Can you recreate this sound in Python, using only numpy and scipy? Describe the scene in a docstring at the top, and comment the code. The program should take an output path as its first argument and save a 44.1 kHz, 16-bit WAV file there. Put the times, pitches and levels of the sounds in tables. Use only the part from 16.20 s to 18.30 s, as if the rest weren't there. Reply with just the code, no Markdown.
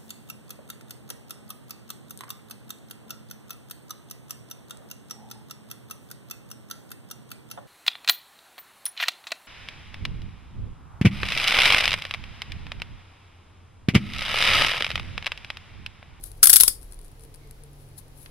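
"""A few faint ticks, then a quick run of hard clicks: a finger runs over a plastic trimmer comb.
Its teeth bend and snap back, mostly in pairs, so close to the microphone that the left channel clips.
Then the fingers shift on the plastic with faint ticks and rubs, and the handle knocks once.
Under it all, the low rumble of the hand on the microphone and an appliance hum in a small quiet room."""
import sys
import numpy as np
from scipy import signal
from scipy.fft import rfft, irfft
from scipy.io import wavfile

SR = 44100
rng = np.random.default_rng(int(sys.argv[2]) if len(sys.argv) > 2 else 0)


def wrap_up_sound(samples):
    """Save the sound to the file named by the first command line argument, as 16-bit audio."""
    columns = np.atleast_2d(samples).T
    # keep every value between -1 and 1, then stretch to whole-number steps
    tamed = np.clip(columns, -1, 1)
    steps = np.round(tamed * 32767).astype(np.int16)
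    wavfile.write(sys.argv[1], SR, steps)


N = 92610
T = np.arange(N) / SR


def from_db(db):
    """Decibels to gain."""
    return 10 ** (np.asarray(db) / 20)


def unit_rms(x):
    """Scale to rms 1."""
    return x / np.sqrt(np.mean(x ** 2) + 1e-20)


def on_fft_grid(points):
    """Interpolate (f/Hz, value) rows over log frequency."""
    hz, value = np.transpose(points)
    return np.interp(np.log(np.fft.rfftfreq(N, 1 / SR) + 1), np.log(hz), value)


def colour(x, eq):
    """Minimum-phase filter with unit power gain: EQ levels are relative."""
    cepstrum = irfft(np.log(from_db(on_fft_grid(eq))), N)
    causal = cepstrum * (1 + np.sign(np.fft.fftfreq(N)))
    response = irfft(np.exp(rfft(causal)), N)
    return signal.fftconvolve(x, response / np.linalg.norm(response))[:N]


def ports(x, left_eq, right_eq, right_db=0):
    """Colour a stereo sound as each microphone port hears it."""
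    return np.array([colour(x[0], left_eq), from_db(right_db) * colour(x[1], right_eq)])


def decay(t, t60_s):
    """Exponential decay."""
    return from_db(-60 * t / t60_s)


def ring(t, hz, t60_s):
    """One decaying mode."""
    return np.sin(2 * np.pi * hz * t) * decay(t, t60_s)


def swells(rows):
    """Envelope of peaks; rise and fade are 1/e times."""
    return sum(from_db(db) * np.exp(-np.maximum((peak_s - T) / rise_s, (T - peak_s) / fade_s))
               for peak_s, db, rise_s, fade_s in rows)


def add(out, at_s, sound):
    """Mix a sound in at a given time."""
    start = max(int(at_s * SR), 0)
    part = sound[..., :N - start]
    out[..., start:start + part.shape[-1]] += part


# Room noise spectrum: f/Hz, level/dB
AIR_EQ = [(20, -4.5), (57, -7), (124, -6.5), (217, -19), (280, -14), (340, -17), (430, -15.5), (640, -23),
          (760, -21), (1460, -28), (2280, -30), (5000, -33.5), (7500, -38.5), (15000, -40.5)]
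# Left-right correlation: f/Hz, coefficient (negatives play as 0)
AIR_CORRELATION = [(60, 0.5), (180, 0.86), (550, 0.6), (1650, -0.56), (4970, -0.11), (15000, -0.02)]

def room_air(level_db=-51.5):
    """Steady room noise, partly alike at both ports in the bass."""
    mid, side = rfft(rng.standard_normal((2, N)))
    alike = np.clip(on_fft_grid(AIR_CORRELATION), 0, .99)
    spectrum = np.sqrt(1 + alike) * mid + np.sqrt(1 - alike) * side * [[1], [-1]]
    air = irfft(from_db(on_fft_grid(AIR_EQ)) * spectrum, N)
    return from_db(level_db) * unit_rms(air)


# Hum envelopes: t/s, lower tone level/dB, upper tone level/dB
HUM_LEVELS = [(0, -55.5, -78), (.15, -55, -54.5), (.55, -62.5, -72.5), (.85, -61.5, -65),
              (1.05, -58.5, -60.5), (1.45, -63.5, -52.5), (1.7, -55.5, -52), (1.83, -55.5, -58),
              (2.1, -59.5, -57.5)]

def appliance_hum(tones_hz=(97, 140.1), waver_ratio=.0073):
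    """An appliance hums in two tones that waver slightly in pitch."""
    out = np.zeros(N)
    times_s, *levels_db = np.transpose(HUM_LEVELS)
    for hz, db in zip(tones_hz, levels_db):
        waver = np.interp(T, np.linspace(0, T[-1], 20), rng.standard_normal(20))
        phase = 2 * np.pi * np.cumsum(hz * (1 + waver_ratio * waver)) / SR
        out += from_db(np.interp(T, times_s, db)) * np.sqrt(2) * np.sin(phase)
    return out


# Rumble envelope: t/s, level/dB
RUMBLE_LEVELS = [(0, -44), (.25, -45.5), (.5, -42.5), (.65, -43.5), (1.05, -49), (1.2, -50.5),
                 (1.35, -46.5), (1.75, -55), (2.1, -50)]
# Rumble spectrum: f/Hz, level/dB
RUMBLE_EQ = [(12, -25), (24, -8.5), (33, -2.5), (40, -11), (50, -8), (62, -20.5), (120, -36.5),
             (400, -66.5)]

def handling_rumble():
    """The hand that holds the microphone rumbles."""
    spectrum = from_db(on_fft_grid(RUMBLE_EQ)) * rfft(rng.standard_normal(N))
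    envelope = from_db(np.interp(T, *np.transpose(RUMBLE_LEVELS)))
    return envelope * unit_rms(irfft(spectrum, N))


# Hollow tone swells: peak t/s, level/dB, rise/s, fade/s
HOLLOW_SWELLS = [(1.04, -56.5, .06, .04), (1.27, -60.5, 0.044, 0.078), (1.43, -64, 0.072, .1)]
# Resonance shape: f/Hz, level/dB
HOLLOW_EQ = [(300, -39), (410, -24.5), (450, 3), (490, -21), (700, -41.5), (2000, -70.5)]

def hollow_tone():
    """A faint narrow resonance comes and goes."""
    return swells(HOLLOW_SWELLS) * colour(rng.standard_normal(N), HOLLOW_EQ)


# Left port spectrum of hiss and finger rubs: f/Hz, level/dB
HISS_RUB_LEFT_EQ = [(100, -15.5), (1400, -21.5), (3000, -22), (5000, -17), (7200, -12.5), (8500, -10),
                    (10000, 3), (11200, -1), (12500, -6), (15000, -15.5)]

def microphone_hiss(level_db=-65):
    """The left port hisses."""
    hiss = from_db(level_db) * colour(rng.standard_normal(N), HISS_RUB_LEFT_EQ)
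    return np.array([hiss, np.zeros(N)])


# Reverb spectrum: f/Hz, level/dB
REVERB_EQ = [(200, -3), (1400, -1.5), (2600, -3), (3600, 1), (5200, -2), (7000, 0), (10500, 0.5),
             (15000, -3)]

def room_reverb(x, send_db=-15.5, t60_s=.21, onset_s=.006):
    """A short diffuse tail, different at each port."""
    t = T[:SR // 2]
    build_up = 1 - np.exp(-(t / onset_s) ** 2)
    tail = rng.standard_normal((2, len(t))) * decay(t, t60_s) * build_up
    tail /= np.linalg.norm(tail, axis=1, keepdims=True)
    wet = signal.fftconvolve(x, tail, axes=1)
    return from_db(send_db) * ports(wet, REVERB_EQ, REVERB_EQ, right_db=1.5)


def friction(strokes, slips_per_s=5000, spread_db=-3.5):
    """Dense tiny slips of uneven strength swell and fade with each stroke."""
    slipping = rng.random(N) < slips_per_s / SR
    strength = from_db(spread_db * np.minimum(rng.exponential(1, N), 4))
    return swells(strokes) * unit_rms(slipping * strength * rng.standard_normal((2, N)))


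# Palm strokes: peak t/s, level/dB, rise/s, fade/s
PALM_STROKES = [(1.235, -61.5, 0.033, 0.044), (1.412, -66, 0.037, 0.022)]
# Squeak spectrum: f/Hz, level/dB
PALM_EQ = [(300, -17), (1700, -10), (2220, 5), (2600, -19.5), (4300, -6), (8000, -30)]

def palm_drags():
    """The palm drags on the handle with a faint squeak."""
    return ports(friction(PALM_STROKES), PALM_EQ, PALM_EQ)


# Finger strokes: peak t/s, level/dB, rise/s, fade/s
FINGER_STROKES = [(.04, -31, 0.0032, 0.0034), (.062, -40, 0.019, 0.029), (.18, -53, 0.012, 0.014),
                  (.635, -52, .02, 0.044), (.73, -53, 0.013, 0.012), (.85, -56, 0.062, 0.039),
                  (1.04, -53, .03, .015), (1.615, -58.5, .05, 0.072), (1.784, -33.5, 0.0053, .008),
                  (1.977, -49, 0.01, .03), (2.03, -47, .025, 0.034)]
# Right port spectrum of rubs and ticks: f/Hz, level/dB
TOUCH_RIGHT_EQ = [(100, -14.5), (800, -14), (1500, -0.5), (2800, -12), (4200, 5.5), (5200, 0),
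                  (7000, -12.5), (10000, -12.5), (15000, -11)]

def finger_rubs():
    """Skin rubs on the plastic comb."""
    return ports(friction(FINGER_STROKES), HISS_RUB_LEFT_EQ, TOUCH_RIGHT_EQ, right_db=-14.5)


# Knock spectrum: f/Hz, level/dB
KNOCK_EQ = [(200, -4), (800, -12), (1400, -2.5), (2100, -2), (2900, -2), (4500, -6), (8000, -21),
            (15000, -28)]

def handle_knock(at_s=2.0603, level_db=-39.5, t60_s=.025):
    """The handle knocks softly in the grip."""
    out = np.zeros((2, N))
    add(out, at_s, from_db(level_db) * rng.standard_normal((2, N)) * decay(T, t60_s))
    return ports(out, KNOCK_EQ, KNOCK_EQ)


# Light touches: t/s, relative level/dB
FINGER_TICKS = [(.011, -39), (0.039, -28.5), (.116, -29), (.614, -36.5), (.622, -36), (0.629, -32),
                (0.713, -37), (0.7226, -29), (0.7328, -31), (.743, -36.5), (0.79, -33), (.8135, -37),
                (.846, -36.5), (.852, -39), (.861, -38), (.881, -39), (0.9157, -40), (.995, -39.5),
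                (1.008, -40), (1.021, -42), (1.0362, -33), (1.05, -38), (1.1415, -32.5), (1.146, -29.5),
                (1.158, -37), (1.2725, -40), (1.3099, -29), (1.436, -33.5), (1.5316, -39.5), (1.6075, -46),
                (1.688, -42.5), (1.881, -42.5)]
# Left port spectrum of ticks: f/Hz, level/dB
TICK_LEFT_EQ = [(100, -13.5), (1400, -12.5), (3000, -18), (5000, -11.5), (7200, -13.5), (8500, -6.5),
                (9700, 3), (11000, 1), (12500, -13), (15000, -26.5)]

def finger_ticks(gain_db=1, attack_s=.00059, t60_s=.01):
    """Skin and nail touch the comb and excite the plastic for a moment."""
    out, t = np.zeros((2, N)), T[:SR // 20]
    envelope = (1 - np.exp(-t / attack_s)) * decay(t, t60_s)
    for at_s, db in FINGER_TICKS:
        add(out, at_s, from_db(gain_db + db) * rng.standard_normal((2, len(t))) * envelope)
    return ports(out, TICK_LEFT_EQ, TOUCH_RIGHT_EQ, right_db=-13)


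# Snaps, levels relative: t/s, level/dB, tooth f/Hz, tooth level/dB,
# cavity f/Hz, cavity level/dB, thud level/dB, slip level/dB
TOOTH_SNAPS = [(0.2295, 0, 5080, -4.5, 1400, 4.5, -3.5, -35.5), (0.231, -1.5, 6930, 9, 1500, 9, -3.5, -34),
               (0.2332, -1.5, 4510, 0, 1350, 6.5, -7, -31), (.238, 1.5, 5674, -7.5, 1450, -8, -7.5, -27),
               (.2424, -3, 5500, -15, 1450, -0.5, 1, -27), (0.2566, -3, 5700, -5.5, 1600, 5, -6.5, -20.5),
               (0.271, 1.5, 4990, -13, 1280, 5, -4, -21), (0.2959, 3, 4900, -15, 1600, -6.5, -5.5, -22.5),
               (0.3009, 0.5, 5130, 0, 1550, -8.5, -4, -20), (.3303, 4.5, 5016, -5, 1500, -9.5, 1, -21),
               (0.3365, 2, 4700, -17.5, 1750, -6.5, 1, -20),
               (0.3594, 4.5, 5220, -17.5, 1650, -9, 1.5, -19.5),
               (0.3664, -0.5, 5000, -7.5, 1600, -6, 8, -8.5), (.401, -2, 4180, 0, 1450, 0, -2, -16),
               (0.4075, 4.5, 3680, 4.5, 900, -4.5, 17.5, -25), (0.4346, -2.5, 5480, 2, 1000, 8.5, 5, -17),
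               (0.4796, -3, 5020, 7.5, 1630, -4.5, 11, -14.5)]
# Plastic shell modes: f/Hz, level/dB, t60/s
SHELL_RINGS = [(1335, -29.5, 0.072), (3540, -15, 0.024)]
# Spectra of the snap at each port and of the handle thud: f/Hz, level/dB
SNAP_LEFT_EQ = [(100, -53.5), (700, -34.5), (1400, -25), (2600, -23.5), (3600, -18.5), (5000, -18),
                (7000, -18.5), (8400, -8.5), (9600, -3), (10600, 1.5), (12500, -7.5), (15000, -21)]
SNAP_RIGHT_EQ = [(100, -36.5), (750, -35.5), (1450, -12), (2400, -13.5), (3600, -12), (5100, -1.5),
                 (6500, -6.5), (8500, -5), (10500, -10.5), (12000, -16), (14500, 3), (16000, -7.5)]
THUD_EQ = [(60, -2), (200, 1.5), (500, -5), (900, -15), (1500, -5), (4000, -34.5)]

def tooth_snaps(gain_db=5, slip_s=.0053, split_ratio=.07):
    """A tooth slips off the finger and cracks back; tooth, cavity and shell ring, the handle thuds."""
    clicks, thuds, t = np.zeros((2, N)), np.zeros((2, N)), T[:SR // 10]
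    for at_s, db, tooth_hz, tooth_db, cavity_hz, cavity_db, thud_db, slip_db in TOOTH_SNAPS:
        crack, scatter, slip, thud = rng.standard_normal((4, 2, len(t)))
        slip *= from_db(slip_db) * np.exp(-2 * t[::-1] / slip_s)
        crack *= decay(t, t60_s=.016)  # dense short modes
        scatter *= from_db(-11.5) * decay(t, t60_s=.048)  # reflections off hands and packaging
        planes_hz = tooth_hz * (1 - split_ratio), tooth_hz * (1 + split_ratio)  # two bending planes
        tooth = sum(ring(t, hz, t60_s=.0074) * rng.choice([-1, 1], (2, 1)) for hz in planes_hz)
        tooth *= from_db(tooth_db - 6.5)
        cavity = from_db(cavity_db - 9) * ring(t, cavity_hz, t60_s=.016)  # hollow under the comb
        shell = sum(from_db(mode_db) * ring(t, hz * rng.uniform(.97, 1.03), t60_s)
                    for hz, mode_db, t60_s in SHELL_RINGS)
        gain = from_db(gain_db + db)
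        add(clicks, at_s - len(t) / SR, gain * slip)
        add(clicks, at_s, gain * (crack + scatter + tooth + cavity + shell))
        add(thuds, at_s, from_db(thud_db - 29) * thud[0] * decay(t, t60_s=.0095))
    return (ports(clicks, SNAP_LEFT_EQ, SNAP_RIGHT_EQ, right_db=-12)
            + ports(thuds, THUD_EQ, THUD_EQ, right_db=-17.5))


def scene():
    """The comb in the hands, its reverb and the background."""
    comb = tooth_snaps() + finger_ticks() + finger_rubs() + palm_drags() + handle_knock()
    reverb = room_reverb(comb)
    background = room_air() + appliance_hum() + microphone_hiss() + handling_rumble() + hollow_tone()
    return background + reverb + comb


def record(dry):
    """The input overloads, the top is cut, and the output stops at full scale."""
    cutoff_hz = 15700
    low_pass = signal.ellip(10, .1, 70, cutoff_hz, fs=SR, output="sos")
    overloaded = np.clip(dry, -1, 1)
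    return np.clip(signal.sosfilt(low_pass, overloaded), -1, 1)


dry = scene()
out = record(dry)
wrap_up_sound(out)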